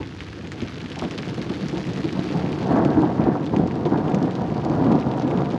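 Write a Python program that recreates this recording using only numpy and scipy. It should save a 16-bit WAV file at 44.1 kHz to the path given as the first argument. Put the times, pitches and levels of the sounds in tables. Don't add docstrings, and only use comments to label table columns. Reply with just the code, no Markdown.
import sys
import numpy as np
from scipy import signal
from scipy.fft import rfft, irfft
from scipy.io import wavfile
from scipy.ndimage import map_coordinates

SR = 44100
rng = np.random.default_rng(int(sys.argv[2]) if len(sys.argv) > 2 else 0)


def int16_out(signal):
    q = np.round(np.clip(np.atleast_2d(signal).T, -1, 1) * 32767)
    wavfile.write(sys.argv[1], SR, q.astype(np.int16))


N = 246061


def amp(db):
    return 10 ** (np.asarray(db) / 20)


def unit(x):
    return x / np.sqrt(np.mean(x ** 2) + 1e-20)


def along(points, hz):
    f, v = np.transpose(points)
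    return np.interp(np.log(hz + 1), np.log(f + 1), v)


def curves(rows):
    s, *cols = np.transpose(rows)
    return [np.interp(np.arange(N) / SR, s, c) for c in cols]


def wobble(rate):
    return map_coordinates(rng.standard_normal(int(N * rate / SR) + 4), [np.arange(N) * rate / SR])


def coloured(x, spectrum, size=8192):
    cepstrum = irfft(np.log(amp(along(spectrum, np.fft.rfftfreq(size, 1 / SR)))))
    cepstrum[1:size // 2] *= 2
    cepstrum[size // 2 + 1:] = 0
    return signal.fftconvolve(x, irfft(np.exp(rfft(cepstrum))))[:len(x)]


def impacts(rate, spread_db):
    chance, size = rng.random(N), rng.standard_normal(N)
    return (chance < rate / SR) * rng.choice([-1, 1], N) * amp(spread_db * np.minimum(size, 2))


def steady(x, span):
    window = np.hanning(int(span * SR) + 3)
    power = signal.fftconvolve(x ** 2, window, "same") / signal.fftconvolve(np.ones(len(x)), window, "same")
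    return x / np.sqrt(np.abs(power) + 1e-12)


def add(track, s, sound):
    start = max(round(s * SR), 0)
    part = track[start:start + len(sound)]
    part += sound[:len(part)]


def resonant(x, modes):
    for hz, width_hz, lift_db in modes:
        x = x + (amp(lift_db) - 1) * signal.lfilter(*signal.iirpeak(hz, hz / width_hz, fs=SR), x)
    return x


# start in seconds, length in seconds, overall level in dB,
# then edge, deep part and boom in dB relative to it before their trims, and boom pitch in Hz.
PEAL_EVENTS = [(0, 0.016, -25.5, -8, 0, -2, 290), (0.203, 0.11, -45, -20, 10, -3, 158),
               (0.433, 0.02, -31, -12, -8, -8, 200), (0.529, 0.058, -33.5, -9, -6, -10, 218),
               (0.833, 0.028, -32.5, -12.5, -3, 1.5, 240), (0.966, 0.034, -38, 4.5, -8, -2, 283),
               (0.617, 0.031, -22, -20, -7, -5, 277), (1.019, 0.036, -19, -9, -8.5, -8.5, 253),
               (1.11, 0.032, -23, -17.5, -19, -9, 172), (1.189, 0.013, -20.5, -19, -18, -7, 310),
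               (1.272, 0.022, -26, -10.5, -20, -3, 180), (1.376, 0.065, -22, -21, -27, -16, 154),
               (1.501, 0.019, -22, -10.5, -18, -0.5, 318), (1.61, 0.038, -22.5, -20.5, -12, -5, 176),
               (1.725, 0.066, -23, -14, -22, -3.5, 340), (1.771, 0.021, -23.5, -8.5, -20, -4, 344),
               (1.87, 0.052, -22, -19, -24, -12, 163), (2.04, 0.035, -21, -18, -13, -3, 312),
               (2.162, 0.044, -21.5, -9, -22, -5.5, 180), (2.34, 0.12, -19, -12, -17, -11, 158),
               (2.51, 0.04, -30, -15, -17, -1, 168), (2.655, 0.041, -27, 0.5, -9, -10, 273),
               (2.7, 0.054, -19.5, -2.5, -16, 3, 262), (2.759, 0.086, -13.5, -6.5, -26, -8, 296),
               (2.85, 0.02, -19, -4, -14, -2, 305), (2.89, 0.034, -18, -7.5, -14, -3.5, 297),
               (2.972, 0.048, -15.5, -11.5, -20, 3, 301), (3.024, 0.03, -16, -5.5, -24, -1.5, 310),
               (3.09, 0.022, -23, 0, -9, -13, 290), (3.191, 0.046, -19.5, -7, -15, -2, 231),
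               (3.256, 0.03, -14.5, -6, -16, -7, 302), (3.35, 0.0067, -20, 3.5, -22, -9, 335),
               (3.535, 0.043, -18.5, -9, -19, -3, 356), (3.591, 0.055, -15.5, -11, -22, -3, 172),
               (3.852, 0.027, -14.5, -9.5, -33, -2.5, 320), (3.918, 0.029, -17.5, -6, -24, -3, 308),
               (4.075, 0.067, -24.5, -1.5, -15, -11, 262), (4.135, 0.042, -15.5, -10, -16, -2, 199),
               (4.211, 0.045, -17.5, -15, -21, -2.5, 260), (4.411, 0.027, -22.5, -3, -12, -6, 263),
               (4.651, 0.35, -20, -11.5, -13, -7.5, 275), (4.809, 0.049, -21, -12, -20, 3, 277),
               (4.864, 0.12, -15.5, -12, -24.5, -1, 237), (4.913, 0.04, -17.5, -7, -20, -5, 225),
               (5.062, 0.015, -12.5, -19, -21, -8, 281), (5.145, 0.042, -24.5, -7, -20, -1, 282),
               (5.23, 0.069, -25, -7, -32, 6.5, 274), (5.324, 0.085, -14.5, -13.5, -18, -9.5, 183)]
# frequency in Hz, level in dB.
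RUMBLE_COLOUR = [(40, -58), (80, -16.5), (125, 2.5), (165, 2.5), (225, -0.5), (310, -1), (400, -6.5),
                 (500, -8.5), (750, -31), (1500, -51.5), (3000, -110)]
# frequency in Hz, level in dB.
EDGE_COLOUR = [(150, -50.5), (300, -13.5), (450, 2), (600, 1.5), (740, 3), (950, -1.5), (1250, -8.5),
               (1600, -17), (2100, -27.5), (3500, -79), (6000, -110)]
# frequency in Hz, level in dB.
DEEP_COLOUR = [(15, -42), (30, -30.5), (55, -13), (80, -4), (100, -1), (150, -19.5), (300, -76.5)]
# pitch in Hz, width in Hz, lift in dB.
WALL_MODES = [(155.4, 66, 2), (270, 15, -0.5), (310.5, 61, 4.5), (738, 50, 3), (962, 30, 3)]
PEAL_ATTACK_S, PEAL_SAG_DB, PEAL_T60_S = 0.00084, 4.5, 0.13
ONSET_DB, ONSET_S = -2.5, 0.0043
EDGE_TILT_DB, EDGE_CENTRE_HZ = -0.14, 726
KNOT_HZ, KNOT_WIDTH_HZ, KNOT_DB = 694, 150, 5.5


def peals():
    out = np.zeros(N)
    t = np.arange(SR // 2) / SR
    usual_edge_db = np.mean([row[3] for row in PEAL_EVENTS])
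    for start, length, db, edge_db, deep_db, boom_db, boom_hz in PEAL_EVENTS:
        sag_db = -PEAL_SAG_DB * np.minimum(t / length, 1)
        release_db = -60 * np.maximum(t - length, 0) / PEAL_T60_S
        onset_db = ONSET_DB * np.exp(-t / ONSET_S)
        shape = (1 - np.exp(-t / PEAL_ATTACK_S)) * amp(sag_db + release_db + onset_db)

        tilt = EDGE_TILT_DB * (edge_db - usual_edge_db)
        tilted_edge = [(hz, level + tilt * np.log2(hz / EDGE_CENTRE_HZ)) for hz, level in EDGE_COLOUR]

        burst, train = rng.standard_normal((2, len(t)))
        thud = steady(resonant(coloured(burst, RUMBLE_COLOUR), WALL_MODES), span=0.016)
        edge = steady(resonant(coloured(burst, tilted_edge), WALL_MODES), span=0.016)
        knot_hz = KNOT_HZ * np.exp(0.15 * rng.standard_normal())
        edge = steady(resonant(edge, [(knot_hz, KNOT_WIDTH_HZ, KNOT_DB)]), span=0.059)
        band = signal.iirpeak(boom_hz, 4.5, fs=SR)
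        boom = signal.lfilter(*band, signal.lfilter(*band, train))
        boom = steady(boom, span=0.041)
        deep = steady(coloured(train, DEEP_COLOUR), span=0.065)

        mix = amp(-6.0) * thud + amp(boom_db) * boom
        mix += amp(edge_db - 2.0) * edge + amp(deep_db - 4.5) * deep
        add(out, start, amp(db) * shape * mix)
    return out


def pulse(t, hz, cycles):
    swing = np.cos(2 * np.pi * (hz * t + rng.random()))
    return swing * np.exp(-0.5 * (hz * t / cycles) ** 2)


# centre in seconds, thump level in dB
# before the trim, thump pitch in Hz, crack level in dB relative to the thump.
KNOCK_EVENTS = [(0.008, -22, 330, -9.5), (0.626, -15.5, 322, -22), (1.023, -16.5, 335, -2),
                (1.384, -17, 200, -11), (1.468, -16, 221, -28), (1.507, -11.5, 280, -14),
                (1.638, -19, 170, -13), (1.664, -17, 192, -18), (1.905, -14.5, 170, -21),
                (2.055, -16, 280, -24), (2.174, -32, 264, -17), (2.193, -8.5, 253, -13.5),
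                (2.362, -18, 170, -19), (2.444, -10.5, 220, -15), (2.703, -15, 220, -6),
                (2.765, -12, 260, -5), (2.787, -11, 249, -5), (2.862, -5, 265, -13), (2.974, -7.5, 253, -8),
                (3.036, -10, 260, -4), (3.094, -16, 240, -8), (3.198, -5, 210, -33),
                (3.272, -7.5, 280, -6.5), (3.289, -3.5, 248, -16), (3.355, -18.5, 280, -2),
                (3.54, -7, 220, -8), (3.571, -6.5, 230, -25), (3.598, -8, 222, -9), (3.639, -7, 173, -12),
                (3.925, -8, 290, -13), (3.961, -13, 232, -9), (4.149, -14, 228, -14),
                (4.174, -13, 189, -21), (4.219, -10, 220, -11.5), (4.242, -13, 280, -7.5),
                (4.524, -10, 192, -12), (4.66, -10, 250, -10), (4.919, -11, 217, -4.5),
                (4.954, -7, 240, -7.5), (5.334, -16, 202, -19), (5.403, -19, 250, -3.5)]
KNOCK_TRIM_DB, THUMP_CYCLES, CRACK_CYCLES = -3.5, 0.43, 0.91
KNOCK_LOW_HZ = 60
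FULL_CRACK_HZ, CRACK_DB_PER_OCTAVE = 1245, 12.5


def knocks():
    out = np.zeros(N)
    lead = SR // 80 / SR
    t = np.arange(SR // 10) / SR - lead
    for centre, db, hz, crack_db in KNOCK_EVENTS:
        crack_hz = FULL_CRACK_HZ * 2 ** (crack_db / CRACK_DB_PER_OCTAVE)
        thump = pulse(t, hz, THUMP_CYCLES)
        crack = amp(crack_db) * pulse(t, crack_hz, CRACK_CYCLES)
        add(out, centre - lead, amp(db + KNOCK_TRIM_DB) * resonant(thump + crack, WALL_MODES))
    highpass = signal.butter(2, KNOCK_LOW_HZ, "high", fs=SR, output="sos")
    return signal.sosfilt(highpass, out)


# time in seconds, then rumble and tearing edge
# in dB before their trims.
ROLL_LEVELS = [(0.0, -35.5, -64), (0.29, -38.5, -56), (1.26, -31.5, -46.5), (1.7, -30.5, -44.5),
               (2.22, -28.5, -41.5), (2.6, -24.5, -33), (2.72, -23.5, -29), (2.87, -23, -29),
               (3.18, -24.5, -31.5), (3.44, -25.5, -36.5), (3.84, -24.5, -32), (4.15, -22.5, -30.5),
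               (4.33, -26, -33.5), (4.55, -25.5, -33), (4.9, -24, -26), (5.04, -27, -31.5),
               (5.36, -24.5, -29.5), (5.58, -25, -33.5)]
# time in seconds, level in dB before the trim.
DEEP_LEVELS = [(0.0, -38.5), (1.17, -43), (2.91, -36), (2.97, -28), (3.12, -45), (3.25, -29.5), (3.46, -59),
               (3.53, -34), (3.95, -42), (3.99, -34), (4.37, -54), (4.41, -35.5), (5.56, -42.5),
               (5.58, -38)]
# time in seconds, level in dB.
CRACKLE_LEVELS = [(2.2, -58), (2.66, -47.5), (2.79, -39), (3.04, -45.5), (3.15, -51.5), (3.28, -43),
                  (3.45, -57), (4.15, -48), (4.45, -54), (5.58, -54)]
# frequency in Hz, level in dB.
CRACKLE_COLOUR = [(500, -38.5), (1100, -7), (1600, 1), (1850, -4), (2150, -13.5), (2700, -27), (4000, -62)]
RUMBLE_TRIM_DB, EDGE_TRIM_DB, DEEP_TRIM_DB = 0.44, -0.45, -1.5


def roll():
    rumble_db, edge_db = curves(ROLL_LEVELS)
    deep_db, = curves(DEEP_LEVELS)
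    crackle_db, = curves(CRACKLE_LEVELS)
    fronts = impacts(rate=800, spread_db=0.5)
    lumps = wobble(35)

    rumble = steady(resonant(coloured(fronts, RUMBLE_COLOUR), WALL_MODES), span=0.061)
    rumble *= amp(rumble_db + RUMBLE_TRIM_DB + 1.5 * lumps)
    edge = steady(resonant(coloured(fronts, EDGE_COLOUR), WALL_MODES), span=0.059)
    edge *= amp(edge_db + EDGE_TRIM_DB + 2.0 * lumps)
    deep = steady(coloured(impacts(rate=390, spread_db=-2.0), DEEP_COLOUR), span=0.14)
    deep *= amp(deep_db + DEEP_TRIM_DB)
    crackle = unit(coloured(impacts(rate=300, spread_db=4.5), CRACKLE_COLOUR))
    crackle *= amp(crackle_db + 2 * lumps)
    return rumble + edge + crackle + deep


# time in seconds, delay in seconds.
WALL_DELAYS = [(3.2, 0.00448), (4.2, 0.00418)]
WALL_ECHO_DB, WALL_LOW_HZ = -13.5, 510


def off_the_wall(thunder):
    delay_s, = curves(WALL_DELAYS)
    highpass = signal.butter(2, WALL_LOW_HZ, "high", fs=SR, output="sos")
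    upper = signal.sosfiltfilt(highpass, thunder)
    t = np.arange(N) / SR
    return thunder + amp(WALL_ECHO_DB) * np.interp(t - delay_s, t, upper, left=0)


def tick(t, hz, cycles):
    u = hz * np.maximum(t, 0) / cycles
    return (u * np.exp(1 - u)) ** 2 * np.sin(2 * np.pi * hz * t)


# time in seconds, tick level in dB before the trim, pitch in Hz,
# splash in dB relative to the tick before its trim.
BIG_DROPS = [(0.0299, -24.0, 2200, -28), (0.0536, -33, 2600, -29), (0.0727, -29, 3300, -13),
             (0.1941, -32, 3300, -31), (0.2058, -21, 2400, -17), (0.2185, -34, 2300, -15),
             (0.4117, -30, 2500, -21), (0.451, -31, 2400, -25), (0.4726, -29.5, 2300, -5),
             (0.5187, -24, 1900, -5.5), (0.6052, -24, 3100, -15), (0.618, -23.5, 2400, -8),
             (0.6268, -31, 3000, -15), (0.6343, -27, 2700, -13), (0.6745, -24.5, 2800, -26),
             (0.6832, -25, 3500, -15), (0.7573, -25, 3000, -20), (0.8059, -26.5, 2500, -24),
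             (0.8152, -27, 2900, -27), (0.8606, -24.5, 2400, -17), (0.9014, -28, 3100, -10),
             (0.918, -21.5, 2700, -26), (0.9222, -32, 3200, -32), (0.9273, -31, 4100, -11),
             (0.9583, -26, 2400, -12), (0.9904, -27, 4800, -3), (0.995, -18.5, 2800, -22),
             (1.0304, -28, 3000, -13), (1.0501, -23, 2900, -21), (1.1102, -21, 2500, -10.5),
             (1.1214, -30, 2700, -23), (1.1783, -18.5, 3300, -15), (1.1831, -23, 3400, -17),
             (1.1872, -16.5, 2900, -24), (1.2248, -27, 3700, -12), (1.2318, -22.5, 2000, -26),
             (1.2879, -26.0, 2500, -11), (1.2983, -26.0, 3900, -23), (1.3434, -31, 3700, -4),
             (1.4159, -25, 3500, -11), (1.4251, -26, 3500, -13), (1.4417, -34, 4100, -12),
             (1.4986, -25, 2600, -19), (1.5193, -28.5, 3400, -14), (1.5381, -23, 2700, -16),
             (1.5443, -28, 3400, -19), (1.6112, -28.0, 3300, -13), (1.6206, -27, 2500, -17),
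             (1.627, -26, 3600, -17), (1.6845, -22.5, 4500, -18), (1.75, -28, 3200, -18),
             (1.7725, -23, 3300, -18), (1.7797, -26, 2100, -7), (1.8748, -32, 2200, -12),
             (1.8903, -29, 3000, -16), (1.9349, -28.5, 3600, -10), (1.9534, -30, 2200, -12),
             (1.961, -26, 2400, -13), (1.9827, -26.5, 2400, -16), (2.0433, -23, 2800, -19),
             (2.0918, -23.5, 2300, -22), (2.1276, -22.5, 4000, -17), (2.1939, -23, 3400, -24),
             (2.2604, -31, 2600, -20), (2.2754, -36, 4300, -9), (2.2887, -29, 2100, -14),
             (2.2991, -28, 2300, -35), (2.3263, -30, 2400, -3), (2.3317, -34, 2600, -15),
             (2.3731, -28.0, 2300, -6), (2.431, -30, 2300, -12), (2.4616, -25.5, 2100, -19),
             (2.521, -29, 2700, -4), (2.5288, -22, 2400, -23), (2.6292, -27.5, 2600, -17),
             (2.7648, -31, 2100, -4), (2.85, -22.0, 2500, -8), (3.0202, -29, 3200, -11),
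             (3.218, -28.0, 2100, -19), (3.2398, -28.5, 2900, -19), (3.4585, -35, 4400, -5),
             (3.4647, -26.5, 3300, -23), (3.4718, -35, 3100, -32), (3.4953, -30, 2600, -16),
             (3.5639, -21.5, 2200, -9), (3.6744, -34, 2200, -5.5), (3.7112, -28, 2100, -32),
             (3.7557, -29, 3700, -14), (3.8537, -25, 2700, -10), (3.8607, -27.5, 3100, -15),
             (3.9761, -32, 2800, -6), (4.0809, -26, 2700, -21), (4.0975, -31.0, 3100, -6),
             (4.1193, -30, 2500, -18), (4.146, -24.5, 2100, -4), (4.2276, -29.5, 4800, -4.5),
             (4.3098, -30.5, 2500, -9), (4.3535, -23.5, 3200, -23), (4.5011, -31, 2100, -10),
             (4.5786, -31.5, 4200, -10), (4.6495, -28, 4100, -8), (4.6986, -31, 2600, -11),
             (4.8439, -30, 3000, -9), (4.867, -30, 2500, -11), (4.9186, -29, 3200, -8),
             (4.9234, -26, 2400, -15), (4.9542, -29.0, 3800, -14), (4.9899, -28.5, 2700, -17),
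             (5.0, -26.5, 4400, -16), (5.0116, -29, 3200, -15), (5.0263, -27.5, 2200, -26),
             (5.1147, -25, 3200, -31), (5.1383, -33, 2800, -13), (5.1972, -27, 3400, -8),
             (5.2212, -26.5, 3300, -13), (5.2254, -32, 3400, -18), (5.2778, -32.5, 2800, -4.5),
             (5.312, -24.5, 2200, -17), (5.3746, -27, 3000, -8), (5.3866, -29.5, 2600, -31),
             (5.4576, -27.5, 2600, -24), (5.5039, -29, 3300, -15), (5.511, -25.5, 3200, -17),
             (5.5214, -30.5, 2300, -9), (5.5429, -34, 3700, -12)]
# frequency in Hz, level in dB.
SPLASH_COLOUR = [(1000, -23.5), (3000, 0), (4700, 5), (6800, 0), (8500, -12.5), (10800, -25),
                 (12000, -35.5), (14000, -43.5)]
# frequency in Hz, level in dB.
TAIL_COLOUR = [(300, -24.5), (1000, 1), (2200, 4), (3600, -7.5), (5000, -12), (7000, -23.5), (12000, -55.5)]
DROP_TRIM_DB, DROP_CYCLES = 0.65, 0.63
SPLASH_TRIM_DB, SPLASH_T60_S = 4, 0.002
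TAIL_T60_S = 0.06
SLAP_DB, SLAP_HZ, SLAP_CYCLES = -8, 1450, 0.36
ECHO_BASE_S, ECHO_DB = 0.0038, -10.5
SMALL_DROP_DB, SMALL_DROP_SPREAD_DB, SMALL_SPLASH_DB = 12, -1, -18


def near_drops():
    out = np.zeros(N)
    lead = SR // 500 / SR
    t = np.arange(SR // 20) / SR - lead

    def dying(t60):
        return (t >= 0) * amp(-60 * np.abs(t) / t60)

    rain_db, = curves(RAIN_LEVELS)
    small_drops = []
    for i in rng.integers(N, size=70):
        db = rain_db[i] + SMALL_DROP_DB + SMALL_DROP_SPREAD_DB * rng.standard_normal()
        hz = 2500 * np.exp(0.33 * rng.standard_normal())
        small_drops.append((i / SR, db, hz, SMALL_SPLASH_DB))

    for start, db, hz, splash_db in list(BIG_DROPS) + small_drops:
        spray, scatter = rng.standard_normal((2, len(t)))
        spray = spray * (dying(SPLASH_T60_S) * amp(-1.0) + dying(TAIL_T60_S) * amp(-16.5))
        splash = amp(SPLASH_TRIM_DB + splash_db) * coloured(spray, SPLASH_COLOUR)
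        cycles = DROP_CYCLES * np.exp(0.1 * rng.standard_normal())
        slap = amp(SLAP_DB) * tick(t, SLAP_HZ, SLAP_CYCLES)
        hit = tick(t, hz, cycles) + slap + splash
        tail = amp(-20 + 9.0) * coloured(scatter * dying(TAIL_T60_S), TAIL_COLOUR)
        level_db = db + DROP_TRIM_DB
        add(out, start - lead, amp(level_db) * (hit + tail))
        lag = ECHO_BASE_S * rng.uniform(0.93, 1.3)
        add(out, start - lead + lag, amp(level_db + ECHO_DB) * hit)
    return out


# time in seconds, level in dB before the layer trims.
RAIN_LEVELS = [(0.0, -48.5), (0.64, -47.5), (1.09, -45), (1.66, -44), (2.44, -44.5), (3.33, -50.5),
               (4.43, -49), (5.27, -49), (5.58, -48.5)]
# frequency in Hz, level in dB.
WASH_COLOUR = [(100, -21), (400, 4), (900, 3), (2000, -2.5), (3300, -2), (4700, -6), (6600, -15),
               (8500, -26), (11000, -33), (12000, -43), (14000, -45.5)]
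# frequency in Hz, level in dB.
PATTER_COLOUR = [(200, -28), (700, 2.5), (1800, 2.5), (3300, -3.5), (4700, -8), (6600, -14), (8500, -23.5),
                 (11000, -29.5), (12000, -36), (14000, -40.5)]


def rain():
    rain_db, = curves(RAIN_LEVELS)
    wash = unit(coloured(rng.standard_normal(N), WASH_COLOUR))
    spots = np.zeros(N)
    for hz in np.geomspace(1300, 6000, num=7):
        spot = signal.iirpeak(hz, 2.1, fs=SR)
        spots += signal.lfilter(*spot, impacts(rate=32, spread_db=2.5))
    patter = unit(coloured(spots, PATTER_COLOUR))

    fade = np.exp(-1 / (0.0011 * SR))
    spray_power = signal.lfilter([1], [1, -fade], impacts(rate=99, spread_db=3.0) ** 2)
    splats = unit(coloured(np.sqrt(spray_power) * rng.standard_normal(N), PATTER_COLOUR))

    flurry = amp(0.8 * wobble(9.5))
    close = flurry * (amp(-2.5) * patter + amp(-3) * splats)
    return amp(rain_db) * (amp(-1.0) * wash + close)


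# start in seconds, end in seconds, pitch in Hz, level in dB.
CRICKET_TRILLS = [(1.55, 1.71, 4480, -56.5), (2.20, 2.48, 4545, -58.5), (2.50, 2.80, 4400, -60.5),
                  (2.76, 2.93, 4410, -65), (4.50, 4.88, 4510, -66)]


def crickets():
    out = np.zeros(N)
    for start, end, hz, db in CRICKET_TRILLS:
        t = np.arange(int(max(end - start, 0.05) * SR)) / SR
        band = signal.lfilter(*signal.iirpeak(hz, 70, fs=SR), rng.standard_normal(len(t)))
        strokes = 1 + 0.5 * np.sin(2 * np.pi * 45 * t)
        trill = unit(steady(band, span=0.037) * strokes)
        add(out, start, amp(db) * trill * signal.windows.tukey(len(t), 0.3))
    return out


def scene():
    thunder = off_the_wall(roll() + peals() + knocks())
    return (thunder + near_drops() + rain() + crickets())[None]


# frequency in Hz, width in Hz, lift in dB.
PORT_MODES = [(4250, 280, 0), (9120, 730, -18.5), (10700, 500, 7.5)]
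TOP_HZ = 13500


def record(dry):
    lowpass = signal.ellip(10, 0.1, 90, TOP_HZ, fs=SR, output="sos")
    soft_ends = signal.windows.tukey(N, 0.001)
    return signal.sosfilt(lowpass, resonant(dry, PORT_MODES)) * soft_ends


dry = scene()
out = record(dry)
int16_out(out)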